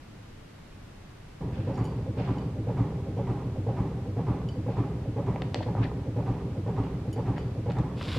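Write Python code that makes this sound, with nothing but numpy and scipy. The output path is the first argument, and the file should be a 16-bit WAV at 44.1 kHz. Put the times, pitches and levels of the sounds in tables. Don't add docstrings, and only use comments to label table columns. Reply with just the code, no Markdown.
import sys
import numpy as np
from scipy import signal
from scipy.fft import rfft, irfft, next_fast_len
from scipy.io import wavfile
from scipy.ndimage import uniform_filter1d

SR = 44100
rng = np.random.default_rng(int(sys.argv[2]) if len(sys.argv) > 2 else 0)


def unload_audio(sound):
    columns = np.transpose(np.atleast_2d(sound))
    steps = np.round(np.clip(columns, -1, 1) * 32767)
    wavfile.write(sys.argv[1], SR, steps.astype(np.int16))


N = 360958
TIME = np.arange(N) / SR
SIZE = next_fast_len(N + SR // 10, True)
FREQ = np.maximum(np.arange(SIZE // 2 + 1) * SR / SIZE, 1)


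def undb(db):
    return 10 ** (np.asarray(db) / 20)


def unit(x):
    return x / np.sqrt(np.mean(x ** 2))


def colour(points):
    hz, db = np.transpose(points)
    return undb(np.interp(np.log(FREQ), np.log(hz), db))


def body(modes, freq=FREQ):
    return sum(undb(db) / (1 + 1j * (freq ** 2 - hz ** 2) / (freq * width)) for hz, width, db in modes)


def shape(x, response):
    return irfft(rfft(x, SIZE) * response, SIZE)[..., :N]


def add(track, s, sound):
    start = max(int(s * SR), 0)
    part = sound[:max(N - start, 0)]
    track[start:start + len(part)] += part


def wander(count):
    return np.interp(TIME, np.linspace(0, TIME[-1], count), rng.standard_normal(count))


# frequency in Hz, level in dB.
ROOM_WIDTH = [(60, -44), (110, -42), (200, -12.5), (380, -1), (700, -2), (2400, -3), (4400, 1), (8100, 0.5),
              (15000, 1.5)]
# frequency in Hz, level in dB.
STRAIGHT_WIDTH = [(60, -70), (200, -62), (380, -23.5), (700, -24), (1300, -10.5), (2400, -37), (4400, -12)]


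def spread(mid, side, width):
    side = shape(side, colour(width))
    return np.array([mid + side, mid - side])


def diffuse(response, width):
    mid, side = (unit(shape(rng.standard_normal(N), response)) for _ in range(2))
    return spread(mid, side, width)


def place(x, pan_db):
    return x * undb(np.array([[pan_db], [-pan_db]]) / 2)


def echo(x, t60):
    t = TIME[:SR // 2]
    tail = rng.standard_normal(len(t)) * undb(-60 * t / t60) * (t > .004)
    return signal.fftconvolve(x, tail / np.linalg.norm(tail))[:N]


def room(x, t60, wet_db):
    return undb(wet_db) * spread(echo(x, t60), echo(x, t60), ROOM_WIDTH)


# frequency in Hz, relative level in dB.
KITCHEN_COLOUR = [(12, -31), (20, -2.5), (31, -4.5), (48, -10), (74, -9), (103, -4.5), (121, -7),
                  (302, -15.5), (367, -20), (638, -24.5), (1930, -30), (2280, -31.5), (2770, -33.5),
                  (12400, -51.5), (15000, -64)]
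KITCHEN_DB = -47.5


def kitchen():
    return undb(KITCHEN_DB) * diffuse(colour(KITCHEN_COLOUR), ROOM_WIDTH)


FIRST_TURN_S, TURN_S = 1.0234, .4986

# seconds into the turn, pitch in Hz, mean peak of the main note in dB, swell in seconds,
# share of pitch lost per second (negative: gained).
CLOTH_THUDS = [(.001, 94, -32.5, .012, 3), (.063, 119.5, -24.5, 0.015, 4), (.103, 100.2, -32, 0.023, 2),
               (.154, 116.6, -25.5, .018, -0.5), (.184, 179, -29.5, 0.014, 1.5),
               (.216, 144.7, -29.5, 0.024, 2), (.258, 122.6, -28, 0.02, 3), (.284, 127, -23.5, 0.011, 1),
               (.287, 192, -31.5, 0.0056, -0.5), (.28, 66, -30, 0.015, -2.5), (.331, 139, -29, 0.007, -4.5),
               (.348, 98.4, -33.5, 0.015, -0.5), (.346, 177, -36.5, .011, 1.5),
               (.383, 151.7, -34, 0.023, 1), (.39, 67.5, -35, 0.033, -0.5), (.421, 169.5, -28.5, 0.011, 6),
               (.438, 116, -29, 0.014, 0), (.488, 142.4, -31.5, 0.014, 3.5)]


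def thuds():
    return knocks(CLOTH_THUDS, overtone=2.3, overtone_db=-13.5, grit=0.23)


# seconds into the turn, pitch in Hz, mean peak of the main note in dB, swell in seconds,
# share of pitch lost per second (negative: gained).
HARD_CLACKS = [(.041, 523.3, -40, 0.02, 1), (.067, 247, -39.5, 0.0042, 2.5),
               (.068, 316.7, -36.5, 0.02, 0.5), (.147, 460, -31, 0.0075, -2),
               (.151, 684, -44.5, 0.003, -10), (.165, 567, -36, 0.017, 1), (.166, 470.4, -35, 0.017, 1.5),
               (.162, 809.4, -37, 0.012, -1), (.168, 929, -47.5, 0.02, 0.5), (.203, 811, -46, .017, 3.5),
               (.25, 1247, -46, 0.033, 1.5), (.253, 977, -40, 0.0049, -0.5), (.258, 946, -41.5, 0.017, -1),
               (.259, 385, -35, 0.014, 0.5), (.263, 807, -39, .01, 0.5), (.284, 285, -29.5, 0.008, 0),
               (.322, 833, -43.5, 0.011, -0.5), (.324, 272.5, -34.5, 0.011, 0.5),
               (.345, 843, -44, 0.0098, .5), (.346, 1013, -48, .017, 1.5), (.376, 1229, -52.5, 0.015, 1.5),
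               (.395, 442, -39, .014, 1)]


def clacks():
    return knocks(HARD_CLACKS, overtone=2.0, overtone_db=-15.0, grit=0.55)


def knocks(table, overtone, overtone_db, grit, brightening=1.0, scatter_db=1.1, jitter_s=0.00049):
    out, t = np.zeros(N), TIME[:SR // 8]
    hardest = max(row[2] for row in table)
    for turn in np.arange(FIRST_TURN_S, N / SR, TURN_S):
        for s, hz, db, swell, sag in table:
            late, force = rng.standard_normal(2)
            push = (t / swell * np.exp(1 - t / swell)) ** 2
            steps = uniform_filter1d(rng.standard_normal(len(t)), size=64)
            drag = grit * np.sqrt(hz / SR) * np.cumsum(steps)
            phase = 2 * np.pi * hz * (t - sag * t ** 2 / 2) + drag
            overtone_gain = undb(overtone_db - brightening * (hardest - db))
            note = np.sin(phase) + overtone_gain * np.sin(overtone * phase)
            add(out, turn + s + jitter_s * late, undb(db + scatter_db * force) * push * note)
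    return out


# seconds into the turn, frequency in Hz, level in dB.
BUTTON_TICKS = [(.044, 559, -34.5), (.169, 677, -36), (0.194, 1160, -52), (.254, 1240, -42.5),
                (.267, 900, -42.5), (.324, 1170, -46), (.401, 834, -38)]


def buttons(attack_s=0.0021, decay_s=0.0039, width_share=0.49):
    out = np.zeros(N)
    for s, hz, db in BUTTON_TICKS:
        age = (TIME - FIRST_TURN_S - s) % TURN_S
        wall = unit(shape(rng.standard_normal(N), body([(hz, hz * width_share, 0)]) ** 3))
        out += undb(db) * wall * np.minimum(age / attack_s, 1) * np.exp(-age / decay_s)
    return out


# seconds into the turn, relative level in dB.
LOAD_SLIPS = [(0.043, 6), (0.15, 22), (0.247, 28)]
SLIP_ATTACK_S, SLIP_HOLD_S, SLIP_RELEASE_S, ROLLING_DB = 0.0042, 0.033, 0.1, -14


def sliding():
    slide = undb(ROLLING_DB)
    for s, db in LOAD_SLIPS:
        age = (TIME - FIRST_TURN_S - s) % TURN_S
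        fade = np.exp(-np.maximum(age - SLIP_ATTACK_S - SLIP_HOLD_S, 0) / SLIP_RELEASE_S)
        slip = undb(db) * np.minimum(age / SLIP_ATTACK_S, 1) * fade
        slide = np.maximum(slide, slip)
    return slide


# frequency in Hz, width in Hz, relative level in dB.
CABINET_MODES = [(53, 7.5, -2.5), (71, 18, -4), (93.8, 10.7, -3), (111.6, 13.4, 3), (159.7, 16.5, 0.5),
                 (187.7, 30, -1), (264.6, 65, -2.5), (324, 4.6, -5.5), (385, 28.5, -0.5), (436, 33, -9.5),
                 (486, 82, -9.5), (613, 360, -17), (782, 21, -6), (960, 6.2, -4), (1120, 10, -33),
                 (1340, 31, -45)]
# frequency in Hz, relative level in dB.
SWISH_COLOUR = [(150, -36), (400, -15), (780, 15.5), (1200, -8.5), (1500, -1), (2000, 0), (2600, -5.5),
                (4000, -15.5), (8000, -25.5), (15000, -50)]
DRUM_ON_S, DRUM_RISE_S = 1.405, 0.0075
SLOWS_S, SLOWING = 5.0, .0024


def dryer(rumble_db=-35.5, rattle_db=-49.0, swish_db=-55, ring_db=-17, fresh=0.71,
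          split_hz=330, lowest_hz=46, muffle_hz=1350, pan_db=-2.0):
    slide = sliding()
    turn_bumps = rng.standard_normal(int(TURN_S * SR))
    bumps = np.resize(turn_bumps, N) + fresh * rng.standard_normal(N)
    cabinet = body(CABINET_MODES) / (1 + (lowest_hz / FREQ) ** 8) / (1 + (FREQ / muffle_hz) ** 8)
    low = 1 / (1 + (FREQ / split_hz) ** 4)
    rumble = undb(rumble_db) * unit(shape(bumps * slide ** 0.17, cabinet * low))
    rattle = undb(rattle_db) * unit(shape(bumps * slide ** 0.42, cabinet * (1 - low)))
    blows = thuds() + clacks()
    ringing = undb(ring_db) * shape(blows, cabinet)
    drum = blows + ringing + buttons() + rumble + rattle
    slowed_time = TIME - SLOWING * np.maximum(TIME - SLOWS_S, 0)
    drum = np.interp(slowed_time, TIME, drum)
    swish = undb(swish_db) * unit(slide ** 0.71) * diffuse(colour(SWISH_COLOUR), STRAIGHT_WIDTH)
    stereo = spread(drum, echo(drum, t60=0.1), STRAIGHT_WIDTH) + swish
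    stereo = shape(stereo, place(np.ones(len(FREQ)), pan_db) ** (1 - low))
    return stereo * np.clip((TIME - DRUM_ON_S) / DRUM_RISE_S, 0, 1)


# frequency in Hz, relative level in dB.
RUB_COLOUR = [(300, 7), (550, 4), (1150, 7.5), (1420, 8), (1650, 7.5), (1950, 4.5), (2600, 8.5), (3100, 5),
              (3400, 3.5), (3950, 1), (4450, 1), (5100, 0.5), (5400, -4.5), (6300, -11), (8000, -13),
              (11000, -18.5), (15000, -29)]
# start in seconds, length in seconds, level in dB before the pressure curve.
BOX_BRUSHES = [(1.516, 0.71, -54.5), (2.168, .39, -47), (4.696, 0.36, -57), (5.531, 0.18, -52.5),
               (5.81, 0.11, -44), (6.81, 0.3, -58), (7.356, 0.21, -54), (7.688, 0.14, -54)]


def brushes(soft_hz=3800):
    pressure = np.zeros(N)
    for s, length, db in BOX_BRUSHES:
        curve_s = [s, s + 0.021, s + length / 2, s + length]
        pressure += undb(db) * np.interp(TIME, curve_s, [0.0074, 0.8, 0.2, 0.02])
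    return fibres(pressure * diffuse(colour(RUB_COLOUR) / (1 + (FREQ / soft_hz) ** 2), ROOM_WIDTH))


def fibres(rub, grain_db=3, judder_db=-0.5, upper_hz=2500):
    coarse = shape(rub, 1 / (1 + (FREQ / upper_hz) ** 6))
    fine = rub - coarse
    caught = coarse * undb(grain_db * wander(count=2000)) + fine * undb(grain_db * wander(count=6000))
    return caught * undb(judder_db * wander(count=900))


# frequency in Hz, relative level in dB, free ring time (t60) in seconds.
PLATE_MODES = [(3005, 0, .12), (4640, -17, .6), (4668, -17.5, .65), (4730, -15, .15), (5500, -8, .1),
               (6790, -6, .11), (6975, -7, .1), (8630, -9, .11), (9675, -10, .13), (10850, -10, .05),
               (11010, -10, .13), (12480, -18, .1), (13570, -15, .12), (13990, -16, .07)]
# start in seconds, peak of the ringing in dB, brightest frequency in Hz, spread in octaves,
# multiplier of the free ring time.
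NAIL_TICKS = [(1.7443, -50, 4800, .45, .5), (1.756, -48, 5330, .23, 0.44), (1.776, -54, 6900, 0.33, .7),
              (1.789, -52, 5500, 0.23, 0.46), (1.842, -46.5, 8000, 1.5, 1.4),
              (1.853, -43, 4700, 0.79, 0.52), (2.383, -44.5, 3730, 0.59, 0.54),
              (4.488, -38, 3220, 0.78, 0.5), (7.129, -38, 5550, 2.5, 0.69), (7.383, -46.5, 4300, .6, 0.89)]


def plate(scratch=0.18, scratch_s=0.0028, focus_db=6):
    out, t = np.zeros(N), TIME[:SR // 3]
    for s, db, bright_hz, octaves, free in NAIL_TICKS:
        ring = np.zeros(len(t))
        for hz, gain, t60 in PLATE_MODES:
            off_focus = np.log2(hz / bright_hz) / octaves
            fade = np.exp(-np.log(1000) * t / (t60 * free))
            ring += undb(gain - focus_db * off_focus ** 2) * fade * np.sin(2 * np.pi * hz * t)
        nail = body([(bright_hz, bright_hz * octaves, 0)]) ** 3
        noise = unit(shape(rng.standard_normal(len(t)), nail)[:len(t)])
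        contact = scratch * noise * np.exp(-t / scratch_s)
        add(out, s, undb(db) * (ring / np.abs(ring).max() + contact))
    return place(out, pan_db=-.5) + room(out, t60=.5, wet_db=-11)


# frequency in Hz, width in Hz, relative level in dB.
CARD_MODES = [(1200, 190, 1), (1800, 300, 12.5), (2500, 220, 1), (2930, 260, 2), (3500, 430, 4),
              (4280, 420, 3.5), (5600, 500, -2), (7300, 900, 4.5)]
# frequency in Hz, width in Hz, relative level in dB.
PANEL_MODES = [(300, 200, 14), (548, 130, 14), (745, 100, 11)]


def cardboard(force, top_hz, thump_db, limit_hz=9000):
    size = 2 * len(force)
    freq = np.maximum(np.fft.rfftfreq(size, 1 / SR), 1)
    soft = 1 / (1 + 1j * freq / top_hz - (freq / top_hz) ** 2) ** 2 / (1 + (freq / limit_hz) ** 8)
    card = body(CARD_MODES, freq) + undb(thump_db) * body(PANEL_MODES, freq)
    return irfft(rfft(force, size) * card * soft)[:len(force)]


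# start in seconds, peak in dB before placing and echo, top of the contact in Hz,
# crunch t60 in seconds, panel thump in dB.
BOX_TAPS = [(5.3597, -24, 1910, 0.023, 12), (5.4201, -20.5, 4030, 0.018, 8),
            (5.5451, -12, 4900, 0.0041, 3.5), (5.555, -34, 3200, 0.022, 7), (5.558, -23, 880, 0.023, 5),
            (5.5605, -44, 6000, .012, -4), (5.606, -25.5, 780, 0.043, 11), (5.624, -36, 1700, 0.054, 17),
            (5.7514, -22.5, 1100, 0.014, 14), (7.381, -24, 3580, 0.012, 28), (7.701, -36, 3580, .018, -3),
            (7.708, -25.5, 3780, .022, 32), (7.719, -37, 5600, .017, -9), (7.769, -32, 1680, 0.012, 3),
            (7.786, -36.5, 5400, .025, 0), (7.795, -44, 6500, .012, -7), (8.012, -23, 2600, .018, 14),
            (8.082, -33, 5000, 0.013, -6), (8.108, -34, 5000, .015, -6), (8.166, -34, 5200, 0.016, -3)]


def taps(crunch=0.13):
    out, t = np.zeros(N), TIME[:SR // 10]
    for s, db, top_hz, t60, thump_db in BOX_TAPS:
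        click = t == 0
        force = click + crunch * rng.standard_normal(len(t)) * np.exp(-np.log(1000) * t / t60)
        snap = cardboard(force, top_hz, thump_db)
        add(out, s, undb(db) * snap / np.abs(snap).max())
    return place(out, pan_db=1.0) + room(out, t60=0.47, wet_db=-9.0)


# start in seconds, length in seconds, level in dB before the grip curve,
# top of the contact in Hz.
EDGE_SCUFFS = [(5.615, .022, -41, 4100), (5.815, .025, -43, 2100), (5.834, .013, -37.5, 3500),
               (5.848, .011, -37.5, 2400), (7.355, .02, -46, 1900), (7.775, .028, -44.5, 1800)]


def scuffs(grain_db=3, thump_db=-3, release_s=.003):
    out, t = np.zeros(N), TIME[:SR // 10]
    for s, length, db, top_hz in EDGE_SCUFFS:
        strength = np.repeat(rng.standard_normal(len(t)), 32)[:len(t)]
        catches = rng.standard_normal(len(t)) * undb(grain_db * strength)
        grip = np.minimum(t / length, 1) * np.exp(-np.maximum(t + release_s - length, 0) / release_s)
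        add(out, s, undb(db) * grip * unit(cardboard(catches, top_hz, thump_db)))
    return place(out, pan_db=5) + room(out, t60=.4, wet_db=-8)


# frequency in Hz, width in Hz, level in dB.
SLIDE_MODES = [(1080, 140, 0), (3500, 240, 3), (3830, 170, 4), (5000, 200, -8), (7140, 300, -2)]
SHOVE_S, SHOVE_DB = 7.95, -40.5
SHOVE_ATTACK_S, SHOVE_RISE_S, SHOVE_SWELL_DB = 0.04, 0.19, 10


def shove():
    loose = np.clip((TIME - SHOVE_S) / SHOVE_ATTACK_S, 0, 1)
    speed = np.clip((TIME - SHOVE_S) / SHOVE_RISE_S, 0, 1)
    level = loose * undb(SHOVE_DB + SHOVE_SWELL_DB * (speed - 1))
    singing = 1 + np.abs(body(SLIDE_MODES))
    return fibres(level * diffuse(colour(RUB_COLOUR) * singing, STRAIGHT_WIDTH))


SHUDDER_S, SHUDDER_LENGTH_S, SHUDDER_HZ, SHUDDER_DB = 8.108, .08, 68, -29


def shudder():
    age = np.clip(TIME - SHUDDER_S, 0, SHUDDER_LENGTH_S)
    swell = np.sin(np.pi * age / SHUDDER_LENGTH_S)
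    return undb(SHUDDER_DB) * swell * np.sin(2 * np.pi * SHUDDER_HZ * age)


def scene():
    return kitchen() + dryer() + brushes() + plate() + taps() + scuffs() + shove() + shudder()


def record(dry):
    return signal.sosfilt(signal.ellip(8, .2, 70, 14800, fs=SR, output="sos"), dry)


dry = scene()
out = record(dry)
unload_audio(out)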